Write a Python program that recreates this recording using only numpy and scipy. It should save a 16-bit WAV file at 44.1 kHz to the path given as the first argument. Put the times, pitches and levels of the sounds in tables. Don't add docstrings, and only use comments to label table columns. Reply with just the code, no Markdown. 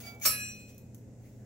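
import sys
import numpy as np
from scipy import signal
from scipy.fft import rfft, irfft, next_fast_len
from scipy.io import wavfile
from scipy.ndimage import map_coordinates

SR = 44100
rng = np.random.default_rng(int(sys.argv[2]) if len(sys.argv) > 2 else 0)


def file_out(sig):
    cols = np.atleast_2d(sig).T
    lim = np.clip(cols, -1, 1)
    pcm = np.round(lim * 32767).astype(np.int16)
    wavfile.write(sys.argv[1], SR, pcm)


N = 63945

# frequency in Hz, left-right correlation.
STEEL_CORRELATION = [(500, .4), (2000, .45), (5000, 0.17), (12000, -.1)]


def amp(db):
    return 10 ** (np.asarray(db) / 20)


def unit(x):
    return x / np.sqrt(np.mean(x ** 2) + 1e-20)


def along(points, hz):
    knots_hz, values = np.transpose(points)
    return np.interp(np.log(hz + 1), np.log(knots_hz + 1), values)


def since(start_s):
    return np.maximum(np.arange(N) / SR - start_s, 0)


def wobble(rate_hz):
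    return map_coordinates(rng.standard_normal(2048), [np.arange(N) * rate_hz / SR], mode="wrap")


def balance(left_db):
    return amp(np.array([[left_db], [-left_db]]) / 2)


def filtered(x, response):
    size = next_fast_len(N + SR // 2)
    return irfft(rfft(x, size) * response(np.fft.rfftfreq(size, 1 / SR)), size)[..., :N]


def noise(colour, correlation=STEEL_CORRELATION):
    def mid_side_gains(hz):
        angle = np.arccos(np.clip(along(correlation, hz), -1, 1)) / 2
        return amp(along(colour, hz)) * [np.cos(angle), np.sin(angle)]
    mid, side = filtered(rng.standard_normal((2, N)), mid_side_gains)
    return unit(np.array([mid + side, mid - side]))


def resonant_noise(peaks):
    def response(hz):
        return sum(amp(db) * (1j * hz * width_hz / (peak_hz ** 2 - hz ** 2 + 1j * hz * width_hz)) ** 2
                   for peak_hz, width_hz, db in peaks)
    return unit(filtered(noise([(20, 0)]), response))


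def swell(peak_s, db, rise_s, t60_s):
    ahead_s = np.maximum(peak_s - np.arange(N) / SR, 0)
    return amp(db - 30 * ahead_s / rise_s - 60 * since(peak_s) / t60_s)


def mode(start_s, hz, t60_s, rise_s=.004, hold_s=0, split_hz=0, twin_gain=0):
    t = since(start_s)
    spread_rad = .67 * rng.choice([-1, 1]) * np.array([[1], [-1]])
    phase = 2 * np.pi * (hz * t + rng.random()) + spread_rad
    fall_db = -60 * np.maximum(t - hold_s, 0) / t60_s
    waver_db = 2.1 * np.array([wobble(28), wobble(28)])
    envelope = amp(fall_db + waver_db) * (1 - np.exp(-t / rise_s))
    return envelope * (np.sin(phase) + twin_gain * np.sin(phase + 2 * np.pi * split_hz * t))


def bursts(contacts, colour, t60_s):
    power = sum((since(start_s) > 0) * amp(db - 60 * since(start_s) / t60_s) ** 2
                for start_s, db in contacts)
    return np.sqrt(power) * noise(colour)


def in_kitchen(x, wet_db):
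    # frequency in Hz, T60 in seconds.
    decay = [(300, .4), (1000, 0.42), (2100, 0.43), (3600, 0.36), (6000, 0.23), (9000, 0.19), (13000, 0.31)]
    hz, t, spectrum = signal.stft(rng.standard_normal((2, SR // 2)), SR, nperseg=256)
    tail = signal.istft(spectrum * amp(-60 * t / along(decay, hz)[:, None]), SR, nperseg=256)[1]
    mid, side = signal.fftconvolve(x, tail / np.linalg.norm(tail[0]), axes=1)[:, :N]
    side = filtered(side, lambda hz: np.sqrt(np.clip(1 - along(STEEL_CORRELATION, hz), 0, 1)))
    return x + amp(wet_db) * np.array([mid + side, mid - side]) / np.sqrt(2)


def appliance_hum():
    # frequency in Hz, rms level in dB.
    tones = [(86.1, -65.5), (119.6, -53.5), (172, -71.5), (209.9, -60.5), (236.9, -65), (409.1, -71.5)]
    # frequency in Hz, relative level in dB.
    air_colour = [(15, -44.5), (25, -13), (59, -10.5), (96, -3), (130, -8), (170, -8), (241, -7.5),
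                  (324, -12.5), (361, -17), (513, -15), (1150, -39), (2030, -36), (2390, -41.5),
                  (2590, -39.5), (3130, -47), (3680, -45.5), (4570, -45), (7220, -34.5), (9210, -47),
                  (14200, -48.5), (15800, -52)]
    # frequency in Hz, left-right correlation.
    air_correlation = [(120, 0.98), (260, .75), (600, 1), (2000, .2), (10000, .1)]
    waver_db, drift_rad = 2.5, .3
    t = np.arange(N) / SR
    hum = 0
    for hz, db in tones:
        gain = np.sqrt(2) * amp(db + waver_db * wobble(9.63))
        hum += gain * np.sin(2 * np.pi * (hz * t + rng.random()) + drift_rad * wobble(12))
    return hum + amp(-53.5) * noise(air_colour, air_correlation)


def scrapes():
    # peak time in seconds, level in dB, rise in seconds, T60 in seconds.
    slides = [(.003, -43, 0.0033, 0.089), (.06, -47.5, 0.072, 0.14), (0.221, -52, 0.027, .06),
              (.245, -32.5, 0.039, 0.18), (.365, -54.5, 0.078, 0.5), (.48, -56.5, 0.17, 0.2),
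              (.55, -61.5, 0.025, 0.21), (.605, -61.5, 0.037, 0.12), (.695, -56.5, .06, 0.076),
              (1.24, -67.5, .12, 0.84)]
    # frequency in Hz, relative level in dB.
    colour = [(300, -34), (1000, -15.5), (2200, -7.5), (3600, -9.5), (4800, -10.5), (6400, -4),
              (8000, -12.5), (9000, -12.5), (10500, -9), (11600, -6.5), (13700, -12), (15800, -0.5)]
    envelope = sum(swell(*slide) for slide in slides)
    grain_db = 2.5 * wobble(rate_hz=600)
    return in_kitchen(envelope * unit(amp(grain_db)) * noise(colour), wet_db=4)


def handling_rubs():
    # peak time and 1/e half-length in seconds, centre and width in Hz, level in dB.
    rubs = [(0.113, 0.17, 705, 208, -58.5), (1.25, 0.016, 2040, 352, -73), (1.274, 0.022, 2164, 351, -72),
            (1.44, 0.047, 1590, 705, -74)]
    t = np.arange(N) / SR
    return sum(amp(db) * np.exp(-((t - peak_s) / half_s) ** 2) * resonant_noise([(hz, width_hz, 0)])
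               for peak_s, half_s, hz, width_hz, db in rubs)


def hopper_ring():
    # start in seconds, level in dB, rise in seconds.
    touches = [(.028, -44, .02), (.062, -37, .025)]
    # frequency in Hz, relative level in dB, T60 in seconds.
    modes = [(1378, -10, .34), (2285, -1, .36), (3413, -17, .22), (4705, -1, .16), (5986, -9, .17),
             (6702, -11, .17), (8107, -18, .17)]
    return sum(amp(touch_db + db) * mode(start_s, hz, t60_s, rise_s)
               for start_s, touch_db, rise_s in touches for hz, db, t60_s in modes)


def hinge_ticks():
    # start in seconds, level in dB.
    ticks = [(.148, -55.5), (.199, -48), (.455, -56), (.487, -46), (.548, -54), (.592, -65), (.746, -55),
             (.7805, -47), (.789, -64), (.9461, -46.5), (.982, -61)]
    # frequency in Hz, relative level in dB.
    colour = [(500, -27), (2000, -14.5), (5000, -13), (6600, -1), (8800, -12.5), (11500, -0.5),
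              (15800, -3.5)]
    return in_kitchen(bursts(ticks, colour, t60_s=.024), wet_db=-1.5)


def skid():
    # centre in Hz, width in Hz, relative level in dB.
    peaks = [(2285, 40, -12), (5990, 300, -4), (6600, 250, -1), (12970, 140, -6), (13720, 120, 3),
             (14330, 110, 1), (15680, 140, -1)]
    touch_s = .213
    ping = amp(-42.5) * mode(touch_s, hz=2285, t60_s=.054, rise_s=.0032, hold_s=.012)
    envelope = (since(touch_s) > 0) * swell(peak_s=.2426, db=-32.5, rise_s=.058, t60_s=.21)
    return ping + envelope * resonant_noise(peaks)


def clash():
    # start in seconds, level in dB.
    contacts = [(.2525, -23), (.2548, -22), (.2578, -21), (.2615, -20.5), (.2665, -27), (.2735, -26)]
    # frequency in Hz, relative level in dB.
    colour = [(100, -30.5), (250, -16.5), (450, -16.5), (600, -9), (830, -22), (1100, -14), (1290, -8.5),
              (1500, -14), (2400, -9), (3400, -22), (4400, -6.5), (4900, -17), (5400, -5.5), (7000, -12.5),
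              (8600, -9), (9000, -19), (10500, -21.5), (11200, -9.5), (13000, -8.5), (15800, -12)]
    return in_kitchen(bursts(contacts, colour, t60_s=.036), wet_db=-1)


def press_ring(strike_s):
    # frequency in Hz, relative level in dB, T60 in seconds, left minus right in dB.
    modes = [(1284, -35, .26, 0), (4500, -34, .24, 0), (5001, -46, .5, 0), (5460, -29, .27, -6),
             (6606, -38, .24, 0), (7461, -33, .28, -2), (7928, -40, .34, 0), (8526, -31, .25, -6),
             (9232, -44, .42, 0), (11112, -28, .38, -1), (11890, -33, .18, 0), (12326, -32, .18, 0),
             (12944, -28, .17, -6), (13678, -30, .27, -2), (13706, -32, .27, -2), (14280, -34, .23, 0),
             (15690, -35, .16, 0)]
    return amp(3.5) * sum(amp(db) * balance(left_db) * mode(strike_s, hz, t60_s)
                          for hz, db, t60_s, left_db in modes)


def pan_ring(strike_s):
    # frequency in Hz, relative level in dB, T60 in seconds, hold in seconds,
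    # twin offset in Hz, twin gain from 0 to 1.
    modes = [(1669, -49, .33, .16, 12, .4), (2515, -41, .74, .17, 5, .05), (2815, -49, .75, .09, 5, .2),
             (4075, -50.5, .54, .14, 3, .1), (4145, -52, .72, .19, 3, .1), (5840, -43.5, .68, .16, 4.1, .5),
             (7623, -45.5, .64, .19, 5, .6), (9464, -50.5, .58, .08, 6, .2), (11510, -42, .42, .07, 6, .2)]
    return amp(1.5) * sum(
        amp(db) * mode(strike_s, hz, t60_s, hold_s=hold_s, split_hz=split_hz, twin_gain=twin_gain)
        for hz, db, t60_s, hold_s, split_hz, twin_gain in modes)


def knock():
    hz, db, rise_s, t60_s = 114, -42, .0067, .18
    t = since(start_s=1)
    return amp(db - 60 * t / t60_s) * (1 - np.exp(-t / rise_s)) * np.sin(2 * np.pi * hz * t)


def scene():
    strike_s = .255
    contacts = scrapes() + hinge_ticks() + skid() + clash() + knock()
    ringing = hopper_ring() + press_ring(strike_s) + pan_ring(strike_s)
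    return balance(left_db=.5) * contacts + ringing + handling_rubs() + appliance_hum()


def record(dry):
    cutoff_hz, edge_hz = 15820, 150
    return filtered(dry, lambda hz: np.clip((cutoff_hz - hz) / edge_hz + .5, 0, 1))


dry = scene()
out = record(dry)
file_out(out)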